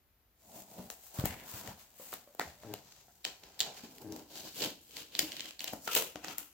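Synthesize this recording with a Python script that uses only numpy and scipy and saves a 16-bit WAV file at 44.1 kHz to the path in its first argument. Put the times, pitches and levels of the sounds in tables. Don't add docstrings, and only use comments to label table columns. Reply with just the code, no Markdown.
import sys
import numpy as np
from scipy import signal
from scipy.fft import rfft, irfft, next_fast_len
from scipy.io import wavfile

SR = 44100
rng = np.random.default_rng(int(sys.argv[2]) if len(sys.argv) > 2 else 0)


def waveform_to_disk(signal):
    frames = np.transpose(np.atleast_2d(signal))
    scaled = np.clip(frames, -1, 1) * 32767
    samples = np.round(scaled).astype(np.int16)
    wavfile.write(sys.argv[1], SR, samples)


N = 287959
TIME = np.arange(N) / SR
SIZE = next_fast_len(N + SR, True)
HZ = np.maximum(np.fft.rfftfreq(SIZE, 1 / SR), 1)

# (full force [s], hold [s], panel rumble [dB], rasp [dB], fibre sizzle [dB]), relative levels
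PULLS = [(0.485, 0.027, -58, -66.5, -59.5), (0.556, 0.049, -51.5, -55.5, -50.5),
         (0.703, 0.16, -55, -61, -56.5), (0.8, 0, -42.5, -55.5, -61), (1.037, 0.05, -72, -60.5, -53),
         (1.198, 0, -42.5, -42, -43.5), (1.31, 0.013, -46, -46, -65), (1.38, 0.094, -54, -54, -57),
         (1.5, 0, -66, -50, -45), (1.546, 0.05, -48.5, -47.5, -45), (1.663, 0.038, -46.5, -49.5, -51),
         (1.8, 0.023, -70, -56.5, -56), (2.004, 0.14, -61.5, -56.5, -49.5), (2.472, 0.042, -63, -57, -62),
         (2.628, 0.16, -54.5, -57.5, -63.5), (2.862, 0.15, -66, -59.5, -68), (3.48, 0.23, -64, -62, -78),
         (3.664, 0.014, -44.5, -46.5, -60), (3.778, 0, -53, -47, -53), (3.915, 0.073, -56.5, -63, -60.5),
         (4.128, 0.074, -47.5, -56, -57.5), (4.359, 0.041, -50, -46.5, -48.5),
         (4.459, 0.02, -50, -46.5, -50.5), (4.576, 0.076, -66, -46.5, -43), (4.63, 0.019, -35.5, -34, -41),
         (4.83, 0.11, -70.5, -69, -60.5), (4.977, 0.025, -52, -43.5, -47.5), (5.163, 0, -52.5, -44.5, -51),
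         (5.277, 0.21, -55.5, -47.5, -53.5), (5.678, 0.02, -51.5, -45, -50),
         (5.857, 0.021, -57.5, -55, -47), (5.93, 0, -60, -50, -42), (6.294, 0.013, -47.5, -42.5, -50)]
SWELL_DB_PER_S, LET_GO_DB_PER_S = 268, 239
# (time [s], panel rumble [dB], rasp [dB], fibre sizzle [dB]), relative levels
JERKS = [(0.909, -53, -53.5, -47.5), (1.146, -49, -65, -46.5), (1.255, -40, -38.5, -37.5),
         (2.131, -49.5, -48.5, -50), (2.408, -44, -44, -49), (3.265, -47, -43, -50.5),
         (3.437, -52.5, -54, -63), (3.615, -42, -42.5, -46), (3.839, -49, -49, -55.5),
         (4.016, -45.5, -58, -53.5), (4.307, -55, -55.5, -57), (5.201, -39.5, -36.5, -36.5),
         (5.61, -53, -44.5, -47), (5.728, -43, -62, -50), (5.878, -50, -39.5, -50),
         (5.918, -45, -32.5, -38), (5.962, -31.5, -28.5, -27), (6.164, -53, -53, -73),
         (6.242, -45, -43, -55), (6.391, -55.5, -48, -43.5)]
JERK_RISE_DB_PER_S, JERK_FALL_DB_PER_S = 992, 200
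# (panel rumble [dB], rasp [dB], fibre sizzle [dB]), relative levels
TOUCH_LEVELS = (-71, -69, -66)
TOUCH_FROM_S = 0.42
# (start [s], panel [Hz], panel lift [dB], flap [Hz], tape [Hz], tape lift [dB], left over right [dB])
GRIPS = [(0, 690, 8.5, 205, 6900, 2.5, -1), (0.766, 218, 12, 636, 7000, -1.5, 0.5),
         (.88, 770, 17, 433, 6800, 1.5, 1.5), (1.174, 133, -9, 540, 1130, 13, 1),
         (1.25, 244, 4, 1030, 2040, 20, 1), (1.45, 215, 5, 990, 1460, 6, 1.5),
         (1.78, 695, 10.5, 227, 1910, 2, 1), (2.451, 91, 17, 580, 1700, 3, 2.5),
         (2.8, 129, 12.5, 744, 5900, 3, 2), (3.2, 724, 9.5, 400, 5200, 0.5, 0.5),
         (3.8, 245, 7, 406, 4040, 2, -0.5), (4.28, 610, 6, 316, 3930, 9, 2),
         (4.55, 280, 9.5, 470, 3400, 10, 1.5), (5.17, 317, 9.5, 603, 2990, 10, 1),
         (5.56, 730, 11, 298, 2750, 11, -1.5), (5.719, 243, 9, 640, 5730, 6.5, -3),
         (5.864, 492, 16, 400, 3130, 3, 0), (6.129, 300, 11.5, 780, 1480, 3, 1.5)]
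PEEL_FROM_S, RIP_FROM_S = 3.1, 5.8
# (frequency [Hz], level [dB])
RUMBLE_SPECTRUM = [(29, -53), (50, -10.5), (108, -6), (223, 0.5), (253, -6.5), (314, -2.5), (346, -6),
                   (474, -5), (554, -4.5), (993, -5), (1160, -13.5), (1500, -2.5), (1950, -56)]
# (frequency [Hz], level [dB])
SLIDE_SPECTRUM = [(530, -49), (900, 2.5), (991, 1), (1190, -5), (1990, -6), (2660, -4.5), (4570, -3),
                  (5350, -5.5), (7580, -5), (8550, -12), (9770, -12), (15100, -3), (16000, -7)]
# (frequency [Hz], level [dB])
PEEL_SPECTRUM = [(530, -16), (900, -44), (1000, 4), (1160, -5.5), (1640, -2), (1850, -6.5), (2730, -2.5),
                 (3110, -1.5), (3430, -6), (4520, -2), (5680, -5), (7400, -7), (8980, -17), (15100, -7.5),
                 (16000, -12)]
# (frequency [Hz], level [dB])
RIP_SPECTRUM = [(530, -35), (900, 2), (1130, -6), (1310, -2.5), (1750, -10), (2450, -2.5), (3000, -2),
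                (3730, -6.5), (5350, -9), (6480, -7.5), (9310, -18), (14700, -9), (16000, -16)]
# (time [s], decay [s], ring [Hz], body [dB], crack [dB], top [dB], left over right [dB])
SNAPS = [(0.902, 0.0012, 7120.0, -44.5, -41, -44.5, 3.5), (1.2563, 0.002, 5100, -33, -38.5, -29.5, 4),
         (1.491, 0.00054, 6140.0, -52, -64, -58, 10), (1.6366, 0.0005, 5830.0, -57, -59, -59, 1),
         (1.6753, 0.0018, 1910.0, -48, -46.5, -62, 4.0), (2.129, 0.0013, 2070, -38, -52, -51.5, 1.0),
         (2.1384, 0.0023, 2440.0, -47.5, -46, -37, 0), (2.3496, 0.0008, 7080.0, -50.5, -63, -54, 3),
         (2.3962, 0.00089, 1860, -27.5, -35, -38, 0.5), (2.4143, 0.0009, 1830.0, -33, -44.5, -56, -2.0),
         (2.6351, 0.00053, 4150.0, -51, -66, -72, -6), (2.7389, 0.0012, 3600, -39, -41, -41, -0.5),
         (3.2453, 0.0027, 3640.0, -69, -40.5, -52.5, 0), (3.2507, 0.0015, 3900, -42.5, -29, -43, 0.5),
         (3.4368, 0.00065, 3740, -67, -51.5, -65, -3), (3.5938, 0.0037, 4160.0, -73, -39, -42.0, 1),
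         (3.6047, 0.0011, 4400, -48, -23.5, -34, -0.5), (3.611, 0.00089, 3400, -61, -28.0, -45, -3.0),
         (3.6308, 0.00067, 6060.0, -66, -42, -53.0, -2), (3.9834, 0.0007, 4310.0, -76.5, -53.5, -53.5, -2),
         (4.1231, 0.00055, 4460.0, -63, -45.5, -50.5, 3), (4.163, 0.00098, 5260.0, -48, -50, -49, 4),
         (4.6211, 0.002, 4370.0, -57, -32.5, -54, -4), (4.6264, 0.0016, 4080.0, -54, -36, -52, -7),
         (4.9685, 0.0016, 4250, -58, -39, -56, 4), (5.1518, 0.00076, 3720.0, -51, -34, -55, 0.0),
         (5.1923, 0.0017, 4570, -39.5, -22, -24.5, 0), (5.3197, 0.0014, 3380, -69, -38.5, -57, -3),
         (5.3674, 0.0013, 3730, -70, -41.0, -62, -2), (5.396, 0.00092, 3440, -50.5, -39.5, -57, -6),
         (5.4065, 0.0021, 3300, -58, -35.5, -59, 1.0), (5.5084, 0.0012, 2800.0, -58, -45, -63.5, -2),
         (5.594, 0.0015, 3660, -68, -41, -56.0, -4), (5.6062, 0.00063, 3030, -59, -37.5, -61, 1.0),
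         (5.643, 0.0009, 4470, -46, -37.5, -35, 2), (5.6758, 0.0022, 3170, -51, -40.5, -54, 4),
         (5.6794, 0.0025, 2770, -57, -36, -55, 3), (5.7342, 0.0024, 4460.0, -36, -53, -43, 5),
         (5.8769, 0.0028, 1510, -32.5, -36.5, -40, 2.5), (5.933, 0.00061, 3080.0, -58, -39.5, -41, 5.0),
         (5.9508, 0.0015, 3200.0, -44.0, -28, -24, 14), (5.964, 0.002, 2980, -31.5, -30, -32, -3),
         (5.9681, 0.0031, 2990.0, -35, -29, -41, 1), (6.023, 0.0025, 3200, -35.5, -39, -36.5, 3),
         (6.158, 0.001, 1570, -37.5, -44, -54, 3.5), (6.2458, 0.0011, 2180, -42, -41.5, -51.0, -1),
         (6.2834, 0.0008, 4670, -42, -40.5, -55, 7), (6.3831, 0.0012, 7100, -52, -40, -31.5, 1)]
# (frequency [Hz], level [dB])
SNAP_SPECTRUM = [(88, -43), (150, -4), (321, -11), (649, -2), (1120, -9), (1530, -3), (1870, 1),
                 (2270, -3.5), (4160, 0), (6260, -4.5), (7470, 3), (8230, -6), (11500, -2), (13400, 5.5),
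                 (16000, 26.5)]
# (time [s], main mode [Hz], relative level [dB], 60 dB decay [s])
BUMPS = [(0.793, 194, -37.5, 0.048), (1.189, 127, -22.5, 0.063), (1.2395, 121, -11.5, 0.01),
         (1.539, 113, -40.5, 0.11), (1.684, 119, -36, 0.033), (1.998, 527, -43, 0.037),
         (2.275, 573, -49, 0.037), (2.395, 678, -32.5, 0.05), (2.396, 1930, -29.5, 0.014),
         (2.459, 77.5, -51.5, 0.45), (2.634, 650, -43.5, 0.028), (3.083, 738, -51.5, 0.025),
         (3.837, 270, -41.5, 0.051), (5.231, 313, -36.5, 0.09), (5.735, 276, -32, 0.023),
         (5.8767, 1350, -31, 0.02), (5.963, 524, -32, 0.047), (6.157, 322, -35.5, 0.036)]
# (start [s], end [s], mean slip rate [about 1/s], relative level [dB], low-mode lean [dB], high-mode lean [dB])
CREAKS = [(2.649, 2.759, 106, -47, 2.5, -0.5), (4.047, 4.136, 104, -45.5, -8, -8.5)]
# (frequency [Hz], relative level [dB], 60 dB decay [s])
PANEL_MODES = [(122, -5, .07), (215, -6, .03), (314.5, 0, .15), (424, -1, .15), (580, -7, .04),
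               (787, -8, .07), (1560, -17, .03)]
# (frequency [Hz], level [dB])
HUSH_SPECTRUM = [(15, -42), (25, -14), (40, -6.5), (59, -5), (180, -26.5), (317, -23), (400, -27.5),
                 (2050, -33), (7310, -39.5), (8590, -44.5), (14800, -27.5), (16000, -48)]
HUSH_DB = -69.5
# (frequency [Hz], side over mid [dB])
STEREO_WIDTH = [(60, -10), (250, -15), (500, -12.5), (1000, -3), (2000, -4), (4000, 0), (15000, 1.5)]
# (frequency [Hz], left over right [dB])
PORT_BALANCE = [(100, 1), (1000, 0), (2000, 1.5), (2800, 3), (4200, -4.5), (6400, 3), (10000, 0),
                (14000, 4.5)]
ROOM_T60_S = 0.36
MIC_LOW_HZ, CUTOFF_HZ = 64, 16000


def friction(panel_db, rasp_db, sizzle_db, flap_lift_db=7, panel_sharpness=4.3, tape_sharpness=2.54):
    slide = colour(grains(per_s=500, spread_db=4.5, grain_s=.0004, smooth=.75), SLIDE_SPECTRUM)
    peel = colour(grains(per_s=600, spread_db=2.8, grain_s=.0006, smooth=.6), PEEL_SPECTRUM)
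    rip = colour(grains(per_s=850, spread_db=2.5, grain_s=0.00099, smooth=0.35), RIP_SPECTRUM)
    jolts = colour(grains(per_s=140, spread_db=0.0, grain_s=0.012, smooth=0.2), RUMBLE_SPECTRUM)
    out = np.zeros((2, N))
    edges = [0] + [round(grip[0] * SR) for grip in GRIPS[1:]] + [N]
    for grip, start, end in zip(GRIPS, edges, edges[1:]):
        s, panel_hz, panel_lift_db, flap_hz, tape_hz, tape_lift_db, side_db = grip
        held = slice(max(start - SR // 20, 0), end)
        if s < PEEL_FROM_S:
            surface = slide
        elif s < RIP_FROM_S:
            surface = peel
        else:
            surface = rip
        surface = lift(surface[:, held], tape_hz, tape_lift_db, tape_sharpness)
        panel = lift(jolts[:, held], panel_hz, panel_lift_db, panel_sharpness)
        panel = lift(panel, flap_hz, flap_lift_db, panel_sharpness)
        panel = rms_one(band(panel, 53, 1016, order=4)) * from_db(panel_db[held] - 4.0)
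        rasp = rms_one(band(surface, 1023, 7540, order=4)) * from_db(rasp_db[held] - 4.0) * pan(side_db)
        sizzle = rms_one(band(surface, 7930, 19700, order=4)) * from_db(sizzle_db[held] - 1.77)
        out[:, start:end] += (panel + rasp + sizzle)[:, start - end:]
    return out


def effort():
    moves = [(s, hold_s, SWELL_DB_PER_S, LET_GO_DB_PER_S, levels) for s, hold_s, *levels in PULLS]
    moves += [(s, 0, JERK_RISE_DB_PER_S, JERK_FALL_DB_PER_S, levels) for s, *levels in JERKS]
    moves += [(TOUCH_FROM_S, N / SR, SWELL_DB_PER_S, LET_GO_DB_PER_S, TOUCH_LEVELS)]
    t = TIME[::32]
    power = 0
    for s, hold_s, rise, fall, levels in moves:
        shape_db = -rise * np.maximum(s - t, 0) - fall * np.maximum(t - s - hold_s, 0)
        power = power + from_db(np.add.outer(levels, shape_db)) ** 2
    return [np.interp(TIME, t, 10 * np.log10(p + 1e-20)) for p in power]


def grains(per_s, spread_db, grain_s, smooth, tug_db=0.88, tug_hz=35):
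    released = rng.random(N) < per_s / SR
    size = from_db(spread_db * np.minimum(rng.exponential(1, N), 4))
    energy = signal.lfilter([1], [1, -np.exp(-1 / (grain_s * SR))], released * size ** 2 + 1e-18)
    hiss = rng.standard_normal((2, N)) * np.sqrt(smooth + (1 - smooth) * energy / energy.mean())
    tugs = rms_one(band(rng.standard_normal(N), tug_hz / 2, tug_hz * 2, order=2))
    return ports(hiss * from_db(tug_db * tugs))


def snaps(body_db=-1.0, crack_db=.7, top_db=.7, rise_share=.5, pulse=3.6, ring_db=9.0, sharpness=2.2):
    out, lead, length = np.zeros((2, N)), SR // 100, SR // 32
    t = TIME[:length] - TIME[lead]
    shapes = np.array([np.exp(-np.maximum(t, -t / rise_share) / row[1]) for row in SNAPS])
    parts = [(260, 1140, body_db), (1840, 7900, crack_db), (7770, 13580, top_db)]
    for k, (low_hz, high_hz, gain_db) in enumerate(parts):
        bursts = rng.standard_normal((len(SNAPS), 2, length)) * shapes[:, None]
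        bursts[:, 0, lead] += pulse
        bursts = [lift(burst, row[2], ring_db, sharpness) for burst, row in zip(bursts, SNAPS)]
        in_a_row = band(colour(ports(np.hstack(bursts)), SNAP_SPECTRUM), low_hz, high_hz)
        for (s, _, _, *levels_db, side_db), burst in zip(SNAPS, np.split(in_a_row, len(SNAPS), axis=1)):
            at = round(s * SR) - lead
            burst = rms_one(burst) * np.sqrt(.004 * SR / length)
            out[:, at:at + length] += burst * from_db(levels_db[k] + gain_db) * pan(side_db)
    return out


def bumps(overtone=1.88, overtone_db=-10, undertone=0.655, undertone_db=-16):
    out, t = np.zeros(N), TIME[:SR // 4]
    for s, hz, db, t60 in BUMPS:
        phase, decay = 2 * np.pi * hz * t, from_db(-60 * t / t60)
        neighbours = from_db(overtone_db) * np.sin(overtone * phase)
        neighbours += from_db(undertone_db) * np.sin(undertone * phase)
        at = round(s * SR)
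        out[at:at + len(t)] += from_db(db) * decay * (np.sin(phase) + neighbours * decay)
    return out


def creaks():
    out = np.zeros(N)
    for start, end, per_s, level_db, low_db, high_db in CREAKS:
        chance = rng.standard_normal((40, 1 + len(PANEL_MODES)))
        intervals = np.exp(.1 * chance[:-1, 0]) / per_s
        slips = start + np.append(0, np.cumsum(intervals))
        kept = slips < end
        sound = np.zeros(N)
        for k, (hz, db, t60) in enumerate(PANEL_MODES):
            force = np.zeros(N)
            force[(slips[kept] * SR).astype(int)] = from_db(3.5 * chance[kept, k + 1])
            lean_db = np.interp(k, [0, 2, len(PANEL_MODES) / 2], [low_db, 0, high_db])
            radius, angle = from_db(-60 / (t60 * SR)), 2 * np.pi * hz / SR
            resonator = [1, -2 * radius * np.cos(angle), radius ** 2]
            ringing = rms_one(signal.lfilter([1], resonator, force + 1e-18))
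            sound += from_db(db + lean_db) * ringing
        during = (TIME > start) & (TIME < end)
        out += from_db(level_db) * sound / np.sqrt(np.mean(sound[during] ** 2))
    return out


def room(x, wet_db, early_db=-13, gap_s=.0095, early_span_s=.024, build_s=0.0023, dull_hz=9000, count=9):
    t = TIME[:SR // 2]
    build = 1 - np.exp(-(np.maximum(t - gap_s / 2, 0) / build_s) ** 2)
    echo = rng.standard_normal((2, len(t))) * from_db(-60 * t / ROOM_T60_S) * build
    echo = signal.sosfilt(signal.butter(1, dull_hz, fs=SR, output="sos"), ports(echo))
    echo *= from_db(wet_db) / np.sqrt(np.sum(echo ** 2) / 2)
    early = np.zeros(len(t))
    delays = gap_s + early_span_s * ((np.arange(count) + rng.random(count)) / count) ** 2
    early[(delays * SR).astype(int)] = rng.choice([-1, 1], count) / np.sqrt(count)
    echo += from_db(early_db) * band(early, 770, 11000, order=1)
    return x + signal.fftconvolve(x, echo, axes=1)[:, :N]


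def hush():
    noise = ports(rng.standard_normal((2, N)))
    return from_db(HUSH_DB) * rms_one(colour(noise, HUSH_SPECTRUM))


def ports(pair):
    mid, side = rfft(pair, SIZE)
    width = gains(STEREO_WIDTH)
    both = np.array([mid + width * side, mid - width * side]) / np.sqrt(1 + width ** 2)
    tilt = gains(PORT_BALANCE)
    both = both * np.array([tilt, np.ones_like(tilt)]) / np.sqrt((1 + tilt ** 2) / 2)
    return irfft(both, SIZE)[:, :pair.shape[-1]]


def pan(db):
    pair = np.array([from_db(np.atleast_1d(db) / 2), from_db(-np.atleast_1d(db) / 2)])
    return pair / np.sqrt(np.mean(pair ** 2, axis=0))


def lift(x, hz, lift_db, sharpness):
    b, a = signal.iirpeak(hz, sharpness, fs=SR)
    return x + (from_db(lift_db) - 1) * signal.lfilter(b, a, x)


def colour(x, points):
    cepstrum = irfft(np.log(gains(points)), SIZE)
    cepstrum[1:SIZE // 2] *= 2
    cepstrum[SIZE // 2 + 1:] = 0
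    return irfft(rfft(x, SIZE) * np.exp(rfft(cepstrum)), SIZE)[..., :x.shape[-1]]


def gains(points):
    hz, db = np.transpose(points)
    return from_db(np.interp(np.log(HZ), np.log(hz), db))


def band(x, low_hz, high_hz, order=3):
    return signal.sosfilt(signal.butter(order, [low_hz, high_hz], "band", fs=SR, output="sos"), x)


def rms_one(x):
    return x / np.sqrt(np.mean(x ** 2) + 1e-20)


def from_db(db):
    return 10 ** (np.asarray(db) / 20)


def scene():
    rubbing = friction(*effort()) + creaks() * pan(4.6)
    rubbing = room(rubbing, wet_db=-14.5, early_db=-16.5)
    breaks = room(snaps(), wet_db=-12.5, early_db=-12)
    knocks = room(bumps() * pan(1.7), wet_db=-10.5, early_db=1.5)
    return rubbing + breaks + knocks + hush()


def record(dry):
    thin = signal.sosfilt(signal.butter(2, MIC_LOW_HZ, "high", fs=SR, output="sos"), dry)
    return signal.sosfilt(signal.ellip(12, .2, 80, CUTOFF_HZ, fs=SR, output="sos"), thin)


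dry = scene()
out = record(dry)
waveform_to_disk(out)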